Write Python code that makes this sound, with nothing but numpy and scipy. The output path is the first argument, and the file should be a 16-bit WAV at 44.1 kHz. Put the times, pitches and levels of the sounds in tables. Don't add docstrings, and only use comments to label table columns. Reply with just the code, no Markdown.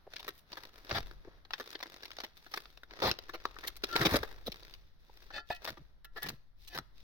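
import sys
import numpy as np
from scipy import signal
from scipy.fft import rfft, irfft
from scipy.io import wavfile

SR = 44100
rng = np.random.default_rng(int(sys.argv[2]) if len(sys.argv) > 2 else 0)


def output_pcm(signal):
    pcm = np.clip(np.atleast_2d(signal).T, -1, 1) * 32767
    wavfile.write(sys.argv[1], SR, np.round(pcm).astype(np.int16))


N = 310006
SNAP_SAMPLES, LEAD_SAMPLES = 4096, 16
SNAP_HZ = np.fft.rfftfreq(SNAP_SAMPLES, 1 / SR) + 1e-3
SCENE_HZ = np.fft.rfftfreq(N, 1 / SR) + 1e-3

# (frequency [Hz], relative level [dB])
HUSH_TONE = [(30, -4), (100, -5.5), (250, -13.5), (450, -16), (1000, -17), (1800, -18), (2600, -28.5),
             (3800, -22), (5800, -31), (7500, -52), (11000, -35.5), (15500, -37)]
# (time [s], level [dB])
HUSH_LEVEL = [(0, -67.5), (5.4, -75.5), (6, -75.5), (6.55, -77.5), (7, -71)]
# (frequency [Hz], relative level [dB])
WIND_TONE = [(5, 10.5), (15, -16), (35, -2), (70, -16.5), (140, -25), (400, -46.5), (2000, -98)]
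# (time [s], relative level [dB])
WIND_LEVEL = [(0, -64.5), (.85, -62), (1.05, -44), (1.601, -66.5), (2.8, -60), (4.301, -48.5), (4.9, -56.5),
              (7, -56)]
# (frequency [Hz], left minus right [dB])
LEFT_BALANCE = [(300, 0.5), (750, 0.5), (1250, 6.5), (2400, 1), (12000, 1.5)]
# (time [s], length [s], relative level [dB], pitch [Hz])
LOG_THUMPS = [(.066, 0.012, -49, 494), (0.904, 0.11, -43.5, 91), (1.25, 0.007, -51, 470),
              (1.273, 0.015, -48.5, 363), (3.029, 0.091, -41.5, 93), (3.453, .003, -29, 1234),
              (3.953, 0.015, -44, 163), (3.997, .03, -33, 124), (4.047, 0.031, -30.5, 179),
              (4.116, 0.041, -33.5, 100.8), (4.142, .01, -25, 316), (4.168, 0.06, -46.5, 75),
              (4.48, .01, -40, 170), (4.476, 0.0069, -33.5, 476), (5.095, .006, -54.5, 641),
              (5.501, 0.015, -37.5, 732), (5.677, 0.067, -55.5, 106), (5.777, .05, -58, 83.2),
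              (6.229, 0.12, -51, 130.4), (6.752, 0.07, -51.5, 117.6)]
# (pitch [Hz], relative level [dB], time to fade by 60 dB [s])
BLADE_NOTES = [(714, 2.5, 0.13), (850, 1, 0.055), (1374, -11, 0.18), (1720, -6, 0.15), (1744, 0.5, 0.05),
               (1920, -7.5, 0.2), (2540, -2.5, 0.078), (3080, -6, 0.072), (3600, -2, 0.046),
               (4000, -26, .08), (4600, -3, .08)]
# (time [s], length [s], level [dB], hardest press [share of length],
# favoured pitch [Hz], spread around it [octaves], rasp compared with ring [dB])
BLADE_SCRAPES = [(3.875, 0.043, -47.5, 0.65, 1390, 0.13, -6), (3.921, 0.048, -38, 0.11, 1380, 0.14, -8),
                 (5.313, 0.096, -45, 0.5, 2200, 1, -5), (5.375, 0.022, -42.5, 0.27, 1290, 0.27, -13),
                 (5.503, 0.0076, -31, 0.049, 1160, 0.85, -20), (5.508, 0.024, -42.5, 0.32, 2260, 0.55, -1),
                 (5.542, 0.032, -55, 0.49, 2600, 0.23, -8), (6.046, 0.0104, -53, 0.165, 1425, 0.26, -8),
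                 (6.159, 0.031, -45.5, 0.5, 1810, 0.24, -7), (6.214, 0.08, -45.5, 0.15, 1910, 0.13, -8),
                 (6.693, 0.079, -53.5, 0.6, 1816, 0.83, -0.5)]
# (frequency [Hz], relative level [dB])
BARK_MIC_TONE = [(60, -23.5), (180, -18.5), (340, 3), (600, -3), (900, -8.5), (1400, -8), (2700, -3.5),
                 (4000, 2), (5800, -7), (7200, -27), (9500, -26.5), (13000, -17.5), (16000, -15)]
# (bottom [Hz], top [Hz])
BARK_BANDS = [(200, 700), (700, 2200), (2200, 7000), (7000, 16000)]
# (frequency [Hz], boost [dB])
FIBRE_TONE = [(250, -1), (400, -2), (800, 4.5), (1900, 5.5), (2700, -0.5), (4000, -2), (6000, 1)]
# (time [s], length [s], final level at 2-7 kHz [dB], swell on the way [dB],
# body below 2 kHz [dB], fizz above 7 kHz [dB], crumbs afterwards [dB]); the last three add to the level
SPADE_HEAVES = [(0.132, 0.16, -57, 2, -2.5, -9.5, -19), (.33, 0.058, -67, 4, -17.5, 1.5, -20),
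                (0.512, .17, -60, -1, -0.5, -7.5, -9), (0.741, 0.39, -63.5, 0.5, 1, -5.5, -10),
                (0.894, .09, -44, 5.5, 0, -8.5, -13.5), (1.248, .14, -75.5, -4.5, 5, -12, -4),
                (1.53, .21, -54, 9.5, -2, -6, -11), (1.794, .46, -57, 4.5, -2.5, -9, -11.5),
                (2.368, 0.2, -63.5, 0.5, -5, -3.5, -8), (2.533, .06, -53.5, -2.5, -4, -4.5, -7),
                (2.907, .18, -42, 21, 2, -13, -21), (3.223, .36, -65, -3, -0.5, -10, -6),
                (3.59, .1, -51.5, 6, 0, -6.5, -10), (3.84, .12, -48, 7.5, -0.5, -8, -10),
                (3.969, .2, -43, -1.5, 4, -5, -7), (4.454, .3, -61, -1.5, -3.5, -7.5, -6),
                (4.998, .28, -62, 14.5, -2.5, -5.5, -11), (5.495, .06, -60.5, -0.5, -15, -6.5, -12),
                (5.646, 0.05, -49, 1, 1.5, -7, -17.5), (6.172, .14, -56, 6.5, 1.5, -3, -21),
                (6.606, .17, -63.5, 2.5, -13, -3.5, -11.5), (6.972, 0.04, -63.5, 0.5, -12, -8, -10)]
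# (time [s], length [s], middle-range level if packed into 10 ms [dB],
# hollow [dB], crisp [dB], fizz [dB]); the last three add to the level
BARK_CRACKS = [(0.136, 0.0036, -51, -6.5, 2.5, -14), (.164, 0.0055, -50, -15, 8.5, -11),
               (0.195, .012, -53.5, -11, 7.5, -6), (0.28, 0.013, -39, -5.5, -2.5, -7),
               (0.53, 0.0061, -51.5, -3, 7.5, -27), (0.571, .012, -43.5, -9.5, -4.5, -14),
               (0.637, .006, -54, -28, -15, -23), (0.911, 0.0082, -32.5, -5.5, -4, -47),
               (0.947, 0.038, -31.5, -9, -1.5, -27), (1.112, .002, -52.5, -4.5, -10, -40),
               (1.451, 0.0052, -61, -9, 3, -19), (1.507, 0.0032, -45.5, -16, -2.5, -23),
               (1.535, 0.0066, -37.5, -18, 2.5, -20.5), (1.599, .014, -40, -3.5, -5.5, -14.5),
               (1.752, 0.0061, -45, -2, 3, -24), (1.804, 0.0071, -47.5, -13, -1.5, -17),
               (1.828, .008, -38.5, -13, -3, -16.5), (1.858, 0.0055, -49.5, -5, -10, -20),
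               (2.033, .004, -51, -7, 4, -13), (2.055, .005, -53, -11, 7, -5.5),
               (2.116, 0.0033, -54.5, -19, 6.5, -15), (2.186, 0.0028, -47.5, -2.5, 3, -26),
               (2.203, 0.0047, -45.5, -8.5, 2.5, -12), (2.237, 0.014, -43.5, -5, 0.5, -13),
               (2.464, 0.0056, -52, -9.5, -7.5, -18), (2.539, 0.0044, -37, -20, -3, -20),
               (2.575, 0.0039, -38.5, -10, -3.5, -12), (2.656, 0.0029, -57, -13, 3, -25),
               (2.774, .003, -60.5, -4.5, 6, -9), (2.834, 0.0029, -49.5, -14, -6.5, -19.5),
               (2.909, 0.0038, -53.5, -11.5, -0.5, -23), (3.02, 0.051, -27.5, 2, -0.5, -16),
               (3.07, 0.031, -29, -11, -1.5, -13.5), (3.1143, .001, -40.5, -2.5, 11.5, -9),
               (3.188, 0.0029, -49, -2.5, 5, -8), (3.294, .006, -42.5, -9, -8, -18),
               (3.337, 0.022, -40.5, -2, -3.5, -16), (3.454, .002, -37, -4, -4, -20),
               (3.565, 0.0035, -47.5, -17.5, -19, -36), (3.633, 0.019, -40.5, -12, -14.5, -26),
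               (3.673, 0.012, -44, -16, 7.5, 5.5), (3.765, .008, -60, -21, 8.5, 7.5),
               (3.837, 0.0084, -39.5, 2.5, 8, -7.5), (3.956, 0.0059, -33.5, 0.5, -3.5, -14),
               (3.963, 0.0035, -29.5, -13, 1.5, -10.5), (4.01, .02, -26.5, -6, -8, -20.5),
               (4.052, 0.019, -27, 1, 3.5, -10), (4.105, 0.039, -35.5, -7, -4, -5.5),
               (4.138, 0.014, -28.5, -7, -7.5, -14.5), (4.158, 0.012, -31.5, 2, 1.5, -3.5),
               (4.231, 0.0059, -37, -2, -6, -15), (4.463, 0.021, -53, 7, 14.5, 5),
               (4.519, 0.0075, -59.5, 3, 17.5, 3.5), (4.632, .002, -67, 3.5, 13, -7),
               (4.739, 0.0033, -63, -13, 14, -1), (5.305, 0.011, -49, -10, -9, -32),
               (5.646, 0.0084, -46, -9, 2, -5), (5.676, .02, -36.5, -8, -3.5, -14),
               (5.773, 0.0086, -53, -3, -8.5, -25), (6.046, 0.0087, -60.5, -16.5, 6.5, 5),
               (6.162, 0.026, -44, -4.5, -8, -31), (6.223, .021, -44, -16, -1, -8),
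               (6.231, 0.00101, -53, -10, 9.5, 10.5), (6.261, 0.015, -49, -0.5, 4, -5),
               (6.287, 0.0075, -46.5, -8, 9, 0.5), (6.677, .013, -65, -19, 15.5, 11.5),
               (6.748, 0.021, -41.5, -4, -2, -8.5), (6.776, 0.00285, -40.5, -15, -2.5, -10),
               (6.787, .002, -39.5, -8.5, -2, -11)]


def amp(db):
    return 10 ** (np.asarray(db) / 20)


def unit_level(x):
    return x / np.sqrt(np.mean(x ** 2) + 1e-20)


def curve_at(points, hz):
    point_hz, db = np.transpose(points)
    return np.interp(np.log(hz), np.log(point_hz), db)


def add(mix, time, sound):
    part = mix[:, max(round(time * SR), 0):][:, :sound.shape[1]]
    part += sound[:, :part.shape[1]]


def struck_filter(db):
    log_gain = np.log(amp(np.concatenate([db, db[..., -2:0:-1]], -1)))
    return np.exp(np.conj(signal.hilbert(log_gain)))[..., :len(SNAP_HZ)]


def stereo(spectra, hz, split_hz):
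    same = 1 / (1 + (hz / split_hz) ** 2)
    return np.array([spectra[0], same * spectra[0] + np.sqrt(1 - same ** 2) * spectra[1]])


def forest_air():
    t = np.arange(N) / SR
    hush, gust = rfft(rng.standard_normal((2, 2, N)))
    hush = stereo(hush, SCENE_HZ, split_hz=700) * amp(curve_at(HUSH_TONE, SCENE_HZ))
    gust = stereo(gust, SCENE_HZ, split_hz=16) * amp(curve_at(WIND_TONE, SCENE_HZ))
    gust *= SCENE_HZ / (SCENE_HZ + 5)
    hush_db = np.interp(t, *np.transpose(HUSH_LEVEL))
    gust_db = np.interp(t, *np.transpose(WIND_LEVEL)) + np.array([[.5], [-2.5]])
    return unit_level(irfft(hush, N)) * amp(hush_db) + unit_level(irfft(gust, N)) * amp(gust_db)


def tree_echoes(sound, echo_db=-21, fade_s=0.41, dull_hz=5000):
    t = np.arange(SR // 2) / SR
    echoes = rng.standard_normal((2, len(t))) * (rng.random((2, len(t))) < .06)
    echoes *= (t > .006) * amp(-60 * t / fade_s)
    echoes = signal.lfilter(*signal.butter(1, dull_hz, fs=SR), echoes / np.linalg.norm(echoes[0]))
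    return amp(echo_db) * signal.oaconvolve(sound, echoes, axes=1)[:, :N]


def log_thump(length, level_db, hz, rock_hz=55):
    n = int(length * SR)
    push = np.pad(rng.standard_normal(n) * signal.windows.tukey(n, .2), (0, SR // 4))
    sharpness = .66 + min(hz / 450, 1)
    shake = rock = push
    for _ in range(2):
        shake = signal.lfilter(*signal.iirpeak(hz, sharpness, SR), shake)
        rock = signal.lfilter(*signal.iirpeak(rock_hz, 1, SR), rock)
    heft = amp(-6) / (1 + (hz / 250) ** 2)
    thump = unit_level(shake) + heft * unit_level(rock)
    return amp(level_db) * thump * np.sqrt(n / len(push)) * np.ones((2, 1))


def slab_ring(ring_db=-7, bass_fade_s=0.077, treble_fade_s=0.032):
    t = np.arange(SNAP_SAMPLES) / SR
    noise = stereo(rfft(rng.standard_normal((2, SNAP_SAMPLES))), SNAP_HZ, split_hz=900)
    ring = 0
    for (lo, hi), fade_s in zip(BARK_BANDS, np.geomspace(bass_fade_s, treble_fade_s, len(BARK_BANDS))):
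        fade = amp(-60 * t / fade_s)
        ring += irfft(noise * (SNAP_HZ > lo) * (SNAP_HZ <= hi)) * fade / np.linalg.norm(fade)
    tone_db = 4 * np.interp(SNAP_HZ / 330, np.arange(SNAP_SAMPLES), rng.standard_normal(SNAP_SAMPLES))
    return (1 + amp(ring_db) * rfft(ring)) * struck_filter(tone_db)


def blade_scrape(length, level_db, peak, focus_hz, octaves, rasp_db, catches_per_s=1500):
    n, t = int(length * SR), np.arange(SR // 4) / SR
    press = np.interp(np.arange(n) / n, [0, np.clip(peak, .01, .99), 1], [.1, 1, .1])
    catches = press * rng.standard_normal(n) * (rng.random(n) < catches_per_s / SR)
    catches[np.argmax(press)] += 1
    ring = 0
    for hz, db, fade_s in BLADE_NOTES:
        phase = rng.standard_normal((2, 1))
        note = amp(-60 * t / fade_s) * np.sin(2 * np.pi * hz * t + phase)
        favour = np.exp(-.5 * (np.log2(hz / focus_hz) / octaves) ** 2)
        ring += unit_level(signal.fftconvolve(catches[None], note, axes=1)) * amp(db) * favour
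    wood_click = irfft(slab_ring(ring_db=16) * struck_filter(curve_at(BARK_MIC_TONE, SNAP_HZ)))
    rasp = signal.fftconvolve(catches[None], wood_click, axes=1)
    rasp = np.pad(rasp, ((0, 0), (0, len(t) - SNAP_SAMPLES)))
    sound = unit_level(ring) + amp(rasp_db) * unit_level(rasp)
    return amp(level_db) * unit_level(sound) * np.sqrt(n / sound.shape[1])


def heave_level(start, length, level_db, swell_db, crumbs_db):
    grip_db_per_s, let_go_db_per_s, settle_db_per_s = 499, 380, 72.5
    t = np.arange(N) / SR - start
    before, after = np.maximum(-t, 0), np.maximum(t - length, 0)
    build = swell_db * (np.clip(t / length, 0, 1) - 1) - grip_db_per_s * before
    release = np.maximum(-let_go_db_per_s * after, crumbs_db - settle_db_per_s * after)
    return level_db + build + release


def spade_effort(rest_db=-95):
    start, length, level, swell, body, fizz, crumbs = np.transpose(SPADE_HEAVES)
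    levels = np.array([heave_level(*row) for row in zip(start, length, level, swell, crumbs)])
    strongest = levels.argmax(0)
    return np.maximum(levels.max(0), rest_db), body[strongest], fizz[strongest]


def fibre_spurts(level_db, per_s=80, uneven_db=4, fade_s=.0015, give_db=-68, rip_db=-43):
    gaps = rng.gamma(2, SR / per_s / 2, int(2 * per_s * N / SR))
    at = np.cumsum(gaps).astype(int)
    at = at[at < N]
    release = np.zeros(N)
    release[at] = amp(uneven_db * np.clip(rng.standard_normal(len(at)), -2, 2)) ** 2
    power = signal.lfilter([1], [1, -np.exp(-1 / (fade_s * SR))], release)
    depth = .9 / (1 + amp(give_db - level_db) ** 2) / (1 + amp(level_db - rip_db) ** 2)
    return np.sqrt(1 - depth + depth * power / power.mean())


def fibre_snaps(count, ring=1.14, sharpness=1.7):
    pitch = np.exp(rng.uniform(np.log(400), np.log(12000), (count, 1)))
    flake = 1 + ring / (1 + 1j * sharpness * (SNAP_HZ / pitch - pitch / SNAP_HZ))
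    lag_s = .00014 + .00009 * rng.standard_normal((count, 1))
    side_delay = np.exp(np.pi * 1j * SNAP_HZ * lag_s * np.array([-1, 1])[:, None, None])
    return rng.choice([-1, 1], (count, 1)) * flake * side_delay


def bark_tearing(level_db, body_db, fizz_db, snaps_per_s=5000, uneven_db=3, kinds=24):
    tone = struck_filter(curve_at(BARK_MIC_TONE, SNAP_HZ) + curve_at(FIBRE_TONE, SNAP_HZ))
    crackle = np.zeros((2, N))
    for snap in fibre_snaps(kinds).swapaxes(0, 1):
        at = rng.integers(0, N, int(snaps_per_s * N / SR / kinds))
        breaks = np.zeros(N)
        signs = rng.choice([-1, 1], len(at))
        breaks[at] = signs * amp(uneven_db * np.minimum(rng.exponential(1, len(at)), 4))
        click = np.roll(irfft(snap * slab_ring() * tone), LEAD_SAMPLES, axis=1)
        crackle += signal.oaconvolve(breaks[None], click, axes=1)[:, :N]
    spectrum = rfft(crackle * fibre_spurts(level_db))
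    low = 1 / (1 + (SCENE_HZ / 2000) ** 8)
    high = 1 / (1 + (7200 / SCENE_HZ) ** 24)
    parts = [(low, body_db), (1 - low - high, 0), (high, fizz_db)]
    return sum(unit_level(irfft(spectrum * band, N)) * amp(level_db + db) for band, db in parts)


def bark_crack(length, level_db, hollow_db, crisp_db, fizz_db, snaps_per_s=1500):
    uneven_db, fade_db, first_db = 2.5, 1, 5
    count = 1 + int(length * snaps_per_s)
    along = (np.arange(count) + rng.random(count) * (np.arange(count) > 0)) / count
    size = amp(uneven_db * rng.standard_normal(count) - fade_db * along + first_db * (along == 0))
    delay = np.exp(-2j * np.pi * SNAP_HZ * (LEAD_SAMPLES / SR + length * along[:, None]))
    chain = (fibre_snaps(count) * size[:, None] * delay).sum(1)
    spectrum = chain * slab_ring() * struck_filter(curve_at(BARK_MIC_TONE, SNAP_HZ))
    power = 2 * np.mean(abs(spectrum) ** 2, 0) / SNAP_SAMPLES
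    energy = np.array([power[(SNAP_HZ > lo) & (SNAP_HZ < hi)].sum() for lo, hi in BARK_BANDS])
    lift_db = level_db + np.array([hollow_db, 0, crisp_db, fizz_db]) - 10 * np.log10(energy / (SR / 100))
    lift = [(hz, db) for (lo, hi), db in zip(BARK_BANDS, lift_db) for hz in (lo * 1.2, hi / 1.2)]
    return irfft(spectrum * struck_filter(curve_at(lift, SNAP_HZ)))


def scene(thump_db=-1.5):
    work = bark_tearing(*spade_effort())
    for time, *row in BARK_CRACKS:
        add(work, time - LEAD_SAMPLES / SR, bark_crack(*row))
    for time, *row in LOG_THUMPS:
        add(work, time, amp(thump_db) * log_thump(*row))
    for time, *row in BLADE_SCRAPES:
        add(work, time, blade_scrape(*row))
    balance = amp(curve_at(LEFT_BALANCE, SCENE_HZ) * np.array([[.5], [-.5]]))
    work = irfft(rfft(work) * balance, N)
    return work + tree_echoes(work) + forest_air()


def record(dry):
    low_pass = signal.firwin(401, 16200, window=("kaiser", 8), fs=SR)
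    return signal.oaconvolve(dry, low_pass[None], "same")


dry = scene()
out = record(dry)
output_pcm(out)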